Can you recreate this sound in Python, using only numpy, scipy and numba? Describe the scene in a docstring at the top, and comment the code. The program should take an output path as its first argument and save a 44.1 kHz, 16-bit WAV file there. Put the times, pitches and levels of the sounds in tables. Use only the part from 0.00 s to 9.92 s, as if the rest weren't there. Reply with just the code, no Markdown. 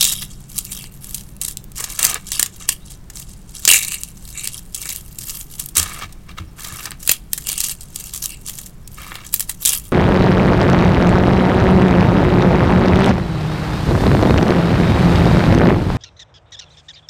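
"""Sharp snaps and a burst of gritty crackle come first: hands crush dry chalk over a plastic tub of crumbs.
Each snap is a short noisy push that rings briefly; the grit is filtered noise made of many tiny cracks,
coloured by the hollow of the fist. Later, fingers dig with a duller crunch in the crumbs and bump the tub,
whose floor rings low. A few faint squeaks slide by. A hum fades over a steady low rumble and soft hiss."""
import sys
import numpy as np
from scipy import signal
from scipy.fft import rfft, irfft
from scipy.io import wavfile
from scipy.ndimage import uniform_filter1d
from numba import njit

SR = 44100
rng = np.random.default_rng(int(sys.argv[2]) if len(sys.argv) > 2 else 0)


def wav_out(sig):
    """Save sig, one row per channel (or a flat mono array), as 16-bit PCM at SR to the path in sys.argv[1]."""
    wavfile.write(sys.argv[1], SR, np.round(np.clip(np.atleast_2d(sig).T, -1, 1) * 32767).astype(np.int16))


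N = 437472
TIME = np.arange(N) / SR   # s

# A piece breaks: t/s, level/dB, crack length/s (the push fades over 1.4 times this),
# fragment pitch f/Hz, low knock relative to the crack/dB (before a shared trim)
PIECE_SNAPS = [(.0092, -7.5, 0.0037, 4670, -45), (.0262, -7.5, 0.0037, 4700, -36),
               (.0423, -9, .0036, 6800, -36), (.051, -9.5, .0024, 6100, -36),
               (.0728, -14, 0.0077, 7500, -37), (.124, -13.5, 0.01, 7440, -19.5),
               (.2202, -23.5, 0.0066, 4430, -9.5), (.58, -17, 0.0024, 8600, -36),
               (.5865, -13.5, 0.0028, 8900, -43), (.6507, -27, .0008, 8400, -39),
               (.7192, -26.5, 0.002, 9300, -30), (.841, -33, 0.0011, 4200, -8.5),
               (1.0435, -28.5, 0.0015, 7800, -20), (1.1446, -17, 0.0041, 7900, -44),
               (1.3655, -39.5, 0.0014, 9400, -19), (1.4143, -17, 0.0023, 8600, -44),
               (1.4501, -18.5, 0.0011, 8300, -23), (1.4818, -18.5, 0.0042, 8500, -20),
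               (1.5712, -22, 0.0012, 9100, -41), (1.641, -36, 0.0019, 13000, -26),
               (1.718, -37.5, 0.0029, 8100, -26), (1.8038, -20, 0.0051, 7750, -9.5),
               (1.8409, -17, 0.0033, 6650, -14), (1.9904, -12, .005, 7550, -14),
               (2.029, -7.5, 0.0016, 7850, -27), (2.044, -8.5, 0.0051, 12400, -16),
               (2.0497, 0, .002, 7150, -23), (2.0666, -17, .0024, 7100, -24),
               (2.1436, -16, 0.0015, 8550, -23), (2.3182, -15, .003, 6070, -18),
               (2.3953, -7, 0.0031, 7700, -13), (2.4278, -6.5, 0.0019, 8100, -16.5),
               (2.4607, -21, 0.0037, 6600, -17), (2.6896, -5, 0.0042, 7600, -16.5),
               (3.1001, -31, 0.005, 6650, -10.5), (3.652, -6.5, 0.0013, 6150, -20.5),
               (3.6765, 2, 0.0034, 5830, -20), (3.6883, -8, 0.0016, 7000, -11),
               (3.7136, 4, 0.0018, 7960, -40), (3.7348, -1, 0.0022, 6450, -37),
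               (3.7517, -10, 0.015, 7240, -41), (3.92, -21, 0.0011, 6900, -14),
               (4.0346, -19.5, 0.00047, 8400, -46), (4.474, -16, 0.0014, 7350, -20),
               (4.746, -17.5, 0.0045, 7900, -44), (4.8549, -25, 0.0071, 7400, -7),
               (4.89, -20.5, .0037, 5550, -19), (4.9614, -22.5, 0.0007, 11000, -38),
               (5.1862, -22, 0.0033, 8700, -56), (5.5959, -19, 0.0051, 7700, -43),
               (5.6598, -23.5, 0.0019, 11700, -35), (5.687, -28, 0.0049, 8700, -32),
               (5.77, -3, 0.0011, 9400, -22), (5.78, -7, 0.0033, 8160, -26),
               (5.7986, -11.5, .001, 8500, -18), (5.829, -15.5, 0.0043, 7650, -18),
               (6.124, -37, .005, 6650, -23), (6.6456, -24.5, 0.0068, 4670, -11),
               (6.8555, -21, .0044, 5070, -7.5), (6.9077, -28, 0.001, 8500, -11),
               (6.9172, -29, 0.0011, 2780, -3), (7.0757, -10.5, .002, 10600, -20),
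               (7.0931, 1, 0.0021, 6540, -17.5), (7.1142, -5, 0.0047, 12500, -23.5),
               (7.3323, -9.5, 0.0016, 11200, -21.5), (7.3775, -19.5, 0.0063, 9000, -14),
               (7.4885, -16, 0.003, 7500, -22), (7.5788, -16.5, .0022, 8000, -25),
               (7.6037, -12.5, 0.0028, 8040, -23), (7.6396, -13.5, 0.0073, 7000, -23),
               (7.9596, -20, 0.002, 7360, -30), (8.1375, -24.5, 0.0025, 6700, -25),
               (8.2577, -16, 0.0021, 8100, -39), (8.4965, -25, 0.0011, 7550, -17),
               (8.586, -24, 0.0045, 7900, -17), (8.8755, -31.5, 0.0031, 8550, -44),
               (9.1179, -37.5, 0.0036, 1900, 11), (9.1542, -27, .003, 3130, -6),
               (9.34, -5.5, 0.0035, 11900, -25), (9.3963, -15.5, 0.0013, 9600, -40),
               (9.405, -13.5, 0.0039, 9600, -19), (9.494, -17, 0.0054, 8900, -13),
               (9.6514, -10, 0.0015, 8100, -35), (9.6576, -1.5, 0.0025, 7700, -45),
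               (9.673, -11.5, .0024, 7900, -31), (9.6915, -9, 0.0027, 7840, -35),
               (9.7323, -13.5, 0.0037, 9300, -16)]
# The fist closes on the pieces and its hollow changes size: t/s, hold/s, grit level/dB,
# change over the hold/dB, ring of the hollow relative to the grit/dB,
# hollow start f/Hz, hollow end f/Hz, brightness/dB (before a shared lift)
FIST_SQUEEZES = [(0, .13, -18.5, -8, -2.5, 3580, 3650, -13), (.15, 0.078, -37, 5, -1, 3500, 3450, 1),
                 (.665, 0.055, -47, 9, -5, 2700, 2240, 0), (.72, 0.061, -34, -4.5, -8, 3470, 3700, 1),
                 (.78, 0.087, -41, -5, 0, 3320, 2740, -3), (1.42, 0.092, -28, -8.5, -25, 3600, 3600, -2),
                 (1.99, 0.11, -29.5, 7, -9, 2930, 2650, -4), (2.325, 0.1, -26.5, -5, -5.5, 3260, 3400, -12),
                 (2.69, 0.037, -28.5, -4, -3.5, 3070, 3070, -2), (3.68, 0.071, -14, -1.5, 1, 2920, 2500, 4),
                 (3.76, 0.13, -22.5, -8, -4, 2350, 2530, -3),
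                 (3.915, 0.032, -27.5, 0.5, -2, 2680, 2740, -5),
                 (3.97, 0.14, -38, -7.5, -12, 2770, 3020, -4),
                 (4.355, 0.12, -33, 0.5, -3.5, 2450, 2800, -7),
                 (4.525, 0.059, -33, -3.5, -12, 3000, 3740, -9),
                 (4.75, 0.16, -35.5, 3.5, -9, 3400, 2240, -2), (4.89, .11, -33, -8.5, -9, 2600, 3300, 2),
                 (7.09, 0.057, -28, -9.5, 1.5, 3150, 3150, -5),
                 (7.462, 0.088, -27.5, -2.5, -5.5, 3050, 3080, -6),
                 (7.575, 0.14, -27.5, -1, -11, 3050, 3030, -6),
                 (7.955, .13, -36.5, 0.5, -14, 3100, 3040, -2),
                 (8.135, 0.066, -30.5, -6, -19, 3120, 3150, -2),
                 (8.225, 0.073, -26.5, -9, -31, 3160, 2900, 0),
                 (8.32, 0.014, -44, -3.5, 10.5, 2850, 2700, 7), (9.66, 0.085, -22, -1, -6, 3700, 3130, 1)]
# Open fingers roll a piece or rub off powder: t/s, hold/s, grit level/dB, brightness/dB (before the same lift)
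FINGER_RUBS = [(0.308, 0.0092, -38, -13), (0.368, 0.16, -53.5, -9), (0.5, 0.19, -42, -1),
               (0.56, 0.03, -32, -1), (0.932, 0.039, -48, 1), (1.024, 0.18, -39, 3),
               (1.225, 0.099, -53.5, 2), (1.765, .09, -33, -6), (1.896, 0.065, -33.5, -7),
               (2.269, .04, -36.5, -13), (2.53, 0.032, -46, -10), (2.605, 0.03, -37.5, -16),
               (2.865, 0.074, -44.5, -25), (3.154, 0.062, -36.5, -7), (3.274, 0.057, -47, -12),
               (3.35, 0.1, -59, -14), (3.489, 0.012, -46, -18), (3.545, 0.04, -35.5, -10),
               (3.631, .03, -32, -11), (4.157, .1, -49.5, -2), (4.255, 0.074, -41.5, -3),
               (4.63, 0.17, -54, 3), (5.015, 0.19, -48, 1), (5.208, 0.11, -38, 3), (5.272, .08, -32, 2),
               (5.366, 0.054, -35.5, 8), (5.495, 0.063, -41.5, 1), (5.592, 0.02, -28, -2),
               (5.759, 0.043, -19, -5), (5.828, .16, -39.5, -7), (6.587, 0.27, -38.5, -2.5),
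               (7.006, 0.073, -39, 1), (7.324, 0.11, -42, 1), (7.809, 0.014, -40, -7),
               (7.86, 0.094, -51.5, -8), (8.365, .09, -53.5, -6), (8.46, 0.035, -34, -7),
               (8.522, 0.15, -41, 0), (8.925, 0.24, -45.5, 0), (9.252, 0.021, -38.5, -6),
               (9.329, 0.026, -32.5, 2), (9.398, 0.033, -35.5, 2), (9.492, 0.0055, -27.5, 0),
               (9.613, 0.023, -31.5, 4), (9.755, 0.024, -29.5, 5), (9.856, .015, -40, 0)]
# Fingers push into the bed of crumbs: t/s, hold/s, level/dB, change over the hold/dB
BED_DIGS = [(1.779, 0.18, -38.5, -6.5), (1.991, 0.17, -30.5, 1), (2.318, 0.16, -48, 2),
            (2.614, .04, -44, -5), (5.767, 0.089, -26.5, -10), (5.834, .17, -34.5, -3.5),
            (6.016, 0.018, -28.5, -1.5), (6.294, 0.014, -38, -3.5), (6.383, 0.0071, -33, -0.5),
            (6.588, 0.29, -42, 4.5), (6.912, 0.0078, -41, 1), (7.1, 0.047, -44, -5),
            (8.985, 0.26, -38.5, -5)]
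# The hand bumps the tub: t/s, level/dB, time to fall by 60 dB/s
TUB_BUMPS = [(2.048, -34.5, 0.23), (3.69, -43, .15), (5.777, -23, 0.16), (5.795, -29.5, 0.29),
             (6.031, -34, 0.27), (6.305, -34.5, 0.15), (6.397, -29.5, 0.35), (6.712, -32.5, 0.2),
             (7.096, -34, 0.062)]
# Ways the tub floor rings: f/Hz, level/dB
FLOOR_MODES = [(84, 4.5), (101, -1.5), (132, -2), (178, -7), (320, -11.5), (430, -27), (560, -25.5)]
# Tone colour of the crack of a snap: f/Hz, level/dB
CRACK_COLOUR = [(200, -18.5), (900, -20), (1800, -15.5), (2800, -4), (4000, 0), (5500, -3), (7800, 0.5),
                (11000, -2), (15500, 1)]
# Tone colour of the low knock under a snap: f/Hz, level/dB
KNOCK_COLOUR = [(80, -44), (250, 0), (600, 1.5), (1200, 5), (1800, 12.5), (2800, -5.5), (8000, -62)]
# Tone colour of the grit: f/Hz, level/dB
GRIT_COLOUR = [(300, -27.5), (1500, -37), (3200, -8.5), (4600, -5), (6000, -0.5), (7600, 2), (9500, -1.5),
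               (12000, -1.5), (15500, -12)]
# Tone colour of the bed of crumbs: f/Hz, level/dB
BED_COLOUR = [(120, -25), (300, -6.5), (600, -8), (900, 0.5), (1300, 3), (1700, -0.5), (2400, 0),
              (5000, -8), (12000, -20.5)]
# Faint thin squeaks: t/s, length/s, start f/Hz, end f/Hz, level/dB
THIN_SQUEAKS = [(2.8, 0.063, 3480, 3980, -55), (6.465, 0.046, 5570, 5480, -59),
                (8.835, 0.045, 5540, 5400, -58)]
# Machine hum in the room: f/Hz, level/dB (before the fade)
HUM_TONES = [(134.6, -47), (193.8, -49.5), (290.7, -66)]
# How the hum fades: t/s, level/dB
HUM_LEVEL = [(0, 3.5), (1.2, -1), (2.2, -3.5), (3.5, -14.5), (9.9, -15)]
# Tone colour of the room rumble: f/Hz, level/dB
RUMBLE_COLOUR = [(15, 2.5), (25, 4.5), (40, 3.5), (58, 2), (75, -9), (95, -4), (120, -4.5), (140, -3.5),
                 (195, -6.5), (240, -17), (330, -17), (500, -25), (1000, -29), (2500, -43.5)]
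# Tone colour of the hiss: f/Hz, level/dB
HISS_COLOUR = [(200, -20), (1500, 7.5), (5000, -1), (16000, -26.5)]

RUB_HOLLOW_DB, RUB_HOLLOW_HZ = -18.5, 3200   # the open hand hardly rings
# Every stroke swells, holds and lets go; loose crumbs trickle on after it.
SWELL_DB_PER_S, RELEASE_DB_PER_S = 884, 482   # the swell speed is for a stroke at ORDINARY_DB
SWELL_FOLLOWS, ORDINARY_DB = 0.37, -39   # dB of swell speed per dB of strength above an ordinary stroke
TRICKLE_DB, TRICKLE_DB_PER_S = -18, 102
IDLE_GRIT_DB, IDLE_BED_DB = -65, -68
SPILL_DB = -18.5   # crumbs spilling from the hand into the bed, relative to the grit
# Small splinters break off at random; their level is relative to the grit.
SPLINTERS_PER_S, SPLINTER_DB = 26, 7
SPLINTER_S, SPLINTER_HZ, SPLINTER_KNOCK_DB = 0.0025, 8200, -19
SPLINTER_SPREAD_OCTAVES = 0.3
CUTOFF_HZ = 16200


def snaps(rows, hollow_hz, size=1024, slips_per_s=2200, rough_db=5, ring_q=2.0, ring_db=12.5,
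          hollow_db=-1, hollow_width_hz=850, knock_db=-1):
    """A crack runs through a piece in a few slips; the fragment, the fist and the bed below ring briefly."""
    out, t = np.zeros(N), np.arange(size) / SR
    crack = impulse_response(CRACK_COLOUR, size=size)
    knock = impulse_response(KNOCK_COLOUR, size=size)
    unit = np.sqrt(.005 * SR / size)   # unit rms becomes the energy of 5 ms at level one
    for s, db, length, hz, low_db in rows:
        slips = (rng.random(size) < slips_per_s / SR) * rng.choice([-1, 1], size)
        slips = slips * from_db(rough_db * np.clip(rng.standard_normal(size), -2, 1))
        slips[0] = 0.81   # every crack opens with a slip of fixed, moderate strength
        fade = np.exp(-(t / (1.4 * max(length, .0003))) ** 1.8)
        force = (slips + 0.19 * rng.standard_normal(size)) * fade
        raw = through(force, crack)
        fragment = from_db(ring_db) * resonate(raw, hz, hz / ring_q)
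        # low-pitched fragments drive the fist's hollow hardest
        fist_hz = hollow_hz[min(int(s * SR), N - 1)]
        fist = from_db(hollow_db) * (7000 / hz) ** 2 * resonate(raw, fist_hz, hollow_width_hz)
        low = from_db(low_db + knock_db) * rms_one(through(force, knock))
        add(out, s, unit * from_db(db) * (rms_one(1.44 * raw + fragment + fist) + low))
    return out


def splinters(grit_db, loudest_db=-19, count=500):
    """Random small snaps grow louder with the grinding; gives rows like those of PIECE_SNAPS."""
    when, chance = rng.random((count, 2)).T
    colour = np.clip(rng.standard_normal(count), -2, 2)
    at = (when * N).astype(int)
    db = np.minimum(grit_db[at] + SPLINTER_DB, loudest_db)
    hz = SPLINTER_HZ * 2 ** (SPLINTER_SPREAD_OCTAVES * colour)
    kept = np.flatnonzero(chance < SPLINTERS_PER_S * TIME[-1] / count)
    return [(TIME[at[k]], db[k], SPLINTER_S, hz[k], SPLINTER_KNOCK_DB) for k in kept]


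def hand():
    """Squeezes and rubs add up to grit dB, hollow dB, hollow Hz and brightness dB; strong strokes set the colour."""
    rubs = [(s, hold_s, db, 0, RUB_HOLLOW_DB, RUB_HOLLOW_HZ, RUB_HOLLOW_HZ, bright_db)
            for s, hold_s, db, bright_db in FINGER_RUBS]
    grit = hollow = pitch = bright = 0
    for s, hold_s, db, change_db, ring_db, start_hz, end_hz, bright_db in list(FIST_SQUEEZES) + rubs:
        power = stroke(s, hold_s, db, change_db)
        ring = power * from_db(ring_db) ** 2
        hz = np.interp(TIME, [s, s + abs(hold_s)], [start_hz, end_hz])
        grit, hollow = grit + power, hollow + ring
        # averages in which stronger strokes count more
        pitch, bright = pitch + ring * hz, bright + power * bright_db
    # even between strokes the powder on the hands whispers
    return power_db(grit + from_db(IDLE_GRIT_DB) ** 2), power_db(hollow), pitch / hollow, bright / grit


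def stroke(s, hold_s, db, change_db=0):
    """Power of one stroke of the hand: swell, a hold that may rise or sink, release, then a trickle."""
    early, late = np.maximum(s - TIME, 0), np.maximum(TIME - s - hold_s, 0)
    swell_speed = SWELL_DB_PER_S * from_db(SWELL_FOLLOWS * (db - ORDINARY_DB))   # harder is more abrupt
    progress = np.clip((TIME - s) / max(hold_s, .001), 0, 1)
    held_db = db + change_db * progress - swell_speed * early
    fade_db = np.maximum(-RELEASE_DB_PER_S * late, TRICKLE_DB - TRICKLE_DB_PER_S * late)
    return from_db(np.maximum(held_db + fade_db, -150)) ** 2


def grinding(grit_db, hollow_db, hollow_hz, bright_db, bright_hz=10500, bright_lift_db=3.0,
             rub_db=-9, break_db=-38, rub_per_db=0.24):
    """Grit cracks inside the fist, whose hollow rings at a moving pitch while the top brightens or dulls."""
    # a light touch adds a little more smooth rubbing; firmer pressure leaves more separate grain cracks
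    smooth_db = rub_db + rub_per_db * np.clip(break_db - grit_db, -5, 15)
    power = fractures(per_s=750, spread_db=5.0, life_s=0.00046)
    cracks = grains(power, smooth_db=smooth_db, colour_db=5.5)
    grit = through(cracks, impulse_response(GRIT_COLOUR))
    high_pass = signal.butter(3, bright_hz, "high", fs=SR, output="sos")
    top = signal.sosfiltfilt(high_pass, grit)
    grit = evened(grit + (from_db(bright_db + bright_lift_db) - 1) * top)
    hollow = evened(fist_hollow(cracks, hollow_hz))
    return from_db(grit_db) * grit + from_db(hollow_db) * hollow


def fist_hollow(x, hz, width_hz=1250, upper_db=-6, upper_width_hz=1900,
                third_db=-7, third_width_hz=2400, low_cut_hz=1600):
    """The fist is a short pipe closed at one end: a quarter-wave mode, its third and a cross mode between."""
    out = 0
    modes = [(1, width_hz, 0.0053), (1.5, upper_width_hz, upper_db), (3, third_width_hz, third_db)]
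    for ratio, width, db in modes:
        turn, r = 2 * np.pi * ratio * hz / SR, np.exp(-np.pi * width / SR)
        once = glide(x, turn, r)
        out = out + from_db(db) * glide(once, turn, r)   # two passes make it steeper
    return signal.sosfilt(signal.butter(4, low_cut_hz, "high", fs=SR, output="sos"), out)


def fractures(per_s, spread_db, life_s):
    """Power of tiny fractures: random instants, many small and few large, each dying quickly."""
    at = np.flatnonzero(rng.random(N) < per_s / SR)
    sizes = np.minimum(rng.exponential(1, len(at)), 3.2)
    power = np.full(N, 1e-12)
    power[at] = from_db(spread_db * sizes) ** 2
    power = signal.lfilter([1], [1, -np.exp(-2 / (life_s * SR))], power)
    return power / power.mean()


def grains(power, smooth_db, colour_db, count=15):
    """Fractures excite all bands at once, each with its own colour, over a smooth rub of powder."""
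    out, edges = 0, np.geomspace(900, 17000, count + 1)   # band edges, Hz
    knots = np.arange(0, TIME[-1] + .01, .004)   # the colour changes every 4 ms
    forces = rng.standard_normal((2, N)) * np.sqrt(power + from_db(smooth_db) ** 2)
    for k in range(count):
        low_hz = edges[k] if k else 100   # the first band reaches down to 100 Hz
        band = signal.butter(2, [low_hz, edges[k + 1]], "band", fs=SR, output="sos")
        colour = from_db(colour_db * np.clip(rng.standard_normal(len(knots)), -2, 1.5))
        out = out + signal.sosfilt(band, forces[k % 2] * np.interp(TIME, knots, colour))
    return out


def digging(bed_db):
    """Crumbs rub and shift in the bed with a duller, denser crunch."""
    power = fractures(per_s=900, spread_db=5, life_s=0.0024)
    crunch = grains(power, smooth_db=-18.0, colour_db=3.5)
    return from_db(bed_db) * evened(through(crunch, impulse_response(BED_COLOUR)))


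def bed_level(grit_db):
    """The bed is stirred by digging fingers and by what spills from the hand; gives dB."""
    dug = sum(stroke(*dig) for dig in BED_DIGS)
    spilled = from_db(grit_db + SPILL_DB) ** 2
    return power_db(dug + spilled + from_db(IDLE_BED_DB) ** 2)


def bumps(size=16384, contact_s=0.0035):
    """Soft pushes set the loaded floor of the tub ringing."""
    out, t = np.zeros(N), np.arange(size) / SR
    for s, db, t60 in TUB_BUMPS:
        ringing = 0
        for hz, level in FLOOR_MODES:
            gain = from_db(level + rng.normal(0, 1.4))   # mode levels vary a little from bump to bump
            ringing = ringing + gain * np.sin(2 * np.pi * (hz * t + rng.random()))
        soft_start = 1 - np.exp(-t / contact_s)
        add(out, s, ringing * from_db(db - 60 * t / t60) * soft_start)
    return out


def tub_and_room(x, tub_db=-12, tub_t60=0.032, room_db=-15, room_t60=0.14, size=16384):
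    """Quick reflections between the tub's walls, then the faint tail of a small room."""
    t = np.arange(size) / SR
    near = rng.standard_normal(size) * (rng.random(size) < .06)   # sparse echoes
    near = near * (t > .001) * from_db(-60 * t / tub_t60)
    far = rng.standard_normal(size) * (t > .006) * from_db(-60 * t / room_t60)
    far = through(far, impulse_response([(200, -4.0), (2000, 7.0), (7000, 2.0), (16000, -5.0)]))   # Hz, dB
    echoes = (from_db(tub_db) * rms_one(near) + from_db(room_db) * rms_one(far)) / np.sqrt(size)
    return x + through(x, echoes)


def squeaks():
    """Thin, slightly rough tones that slide, settle and die away."""
    out = np.zeros(N)
    for s, length, start_hz, end_hz, db in THIN_SQUEAKS:
        progress = np.linspace(0, 1, int(length * SR))
        hz = end_hz + (start_hz - end_hz) * (1 - progress) ** 2
        hz = hz + 900 * rng.standard_normal(len(progress))   # pitch jitter
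        tone = np.sin(2 * np.pi * np.cumsum(hz) / SR)
        add(out, s, from_db(db) * np.sqrt(2) * np.sin(np.pi * progress) * tone)
    return out


def hum(waver=0.16, count=30):
    """Low machine tones that waver a little (in turns of the wave) and fade."""
    knots = np.linspace(0, TIME[-1], count)
    tones = 0
    for hz, db in HUM_TONES:
        drift = waver * np.interp(TIME, knots, rng.standard_normal(count))
        tones = tones + from_db(db) * np.sqrt(2) * np.sin(2 * np.pi * (hz * TIME + drift))
    fade_s, fade_db = np.transpose(HUM_LEVEL)
    return from_db(np.interp(TIME, fade_s, fade_db)) * tones


def background(rumble_db=-37.5, hiss_db=-62):
    """Steady room rumble and faint hiss, both made from filtered noise."""
    rumble = rms_one(through(rng.standard_normal(N), impulse_response(RUMBLE_COLOUR, size=16384)))
    hiss = rms_one(through(rng.standard_normal(N), impulse_response(HISS_COLOUR)))
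    return from_db(rumble_db) * rumble + from_db(hiss_db) * hiss


def from_db(db):
    """Decibels to gain."""
    return 10 ** (np.asarray(db) / 20)


def power_db(power):
    """Power to decibels."""
    return 10 * np.log10(power)


def rms_one(x):
    """Scale to an rms (average strength) of one."""
    return x / np.sqrt(np.mean(x ** 2) + 1e-20)


def evened(x, window_s=0.068):
    """Hold the short-term level at one while single grains stay sharp."""
    power = uniform_filter1d(x * x, int(window_s * SR) + 1)
    power = uniform_filter1d(power, int(window_s * SR / 2) + 1)
    return x / np.sqrt(np.maximum(power, 1e-12))


def impulse_response(spectrum, size=4096):
    """Turn a tone colour into a filter that acts as early as possible (minimum phase)."""
    hz, db = np.transpose(spectrum)
    bins = np.maximum(np.arange(size // 2 + 1) * SR / size, 1)
    cepstrum = irfft(np.log(from_db(np.interp(np.log(bins), np.log(hz), db))))
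    # fold the backward half onto the forward half
    cepstrum[1:size // 2] *= 2
    cepstrum[size // 2 + 1:] = 0
    return irfft(np.exp(rfft(cepstrum)))


def through(x, response):
    """Pass a sound through an impulse response."""
    return signal.fftconvolve(x, response)[:len(x)]


def resonate(x, hz, width_hz):
    """A resonance of unit height."""
    r = np.exp(-np.pi * width_hz / SR)
    drive = np.array([1, 0, -1]) * (1 - r * r) / 2
    return signal.lfilter(drive, [1, -2 * r * np.cos(2 * np.pi * hz / SR), r * r], x)


@njit
def glide(x, turn, r):
    """A resonance whose centre moves; turn is in radians per sample."""
    y = np.zeros(len(x))
    for i in range(2, len(x)):
        drive = (1 - r * r) / 2 * (x[i] - x[i - 2])
        y[i] = drive + 2 * r * np.cos(turn[i]) * y[i - 1] - r * r * y[i - 2]
    return y


def add(track, s, sound):
    """Mix a sound in at a given time."""
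    at = int(np.clip(round(s * SR), 0, N - 1))
    track[at:at + len(sound)] += sound[:N - at]


def scene():
    """All the handling sounds in the tub, over squeaks, hum, rumble and hiss."""
    grit_db, hollow_db, hollow_hz, bright_db = hand()
    cracks = snaps(list(PIECE_SNAPS) + splinters(grit_db), hollow_hz)
    cracks = tub_and_room(cracks, tub_db=-17.0, room_db=-16)
    crumbs = grinding(grit_db, hollow_db, hollow_hz, bright_db) + digging(bed_level(grit_db))
    # crumbs lie low between the walls, so their tub echoes are stronger than those of the snaps
    crumbs = tub_and_room(crumbs, tub_db=-5.0, room_db=-32.0)
    rest = bumps() + squeaks() + hum() + background()
    return (cracks + crumbs + rest)[None]


def record(dry):
    """The loudest peaks overload the input and are clipped; then the top is cut."""
    clipped = np.clip(dry, -1, 1)
    low_pass = signal.ellip(10, .1, 70, CUTOFF_HZ, fs=SR, output="sos")
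    return signal.sosfilt(low_pass, clipped)


dry = scene()
out = record(dry)
wav_out(out)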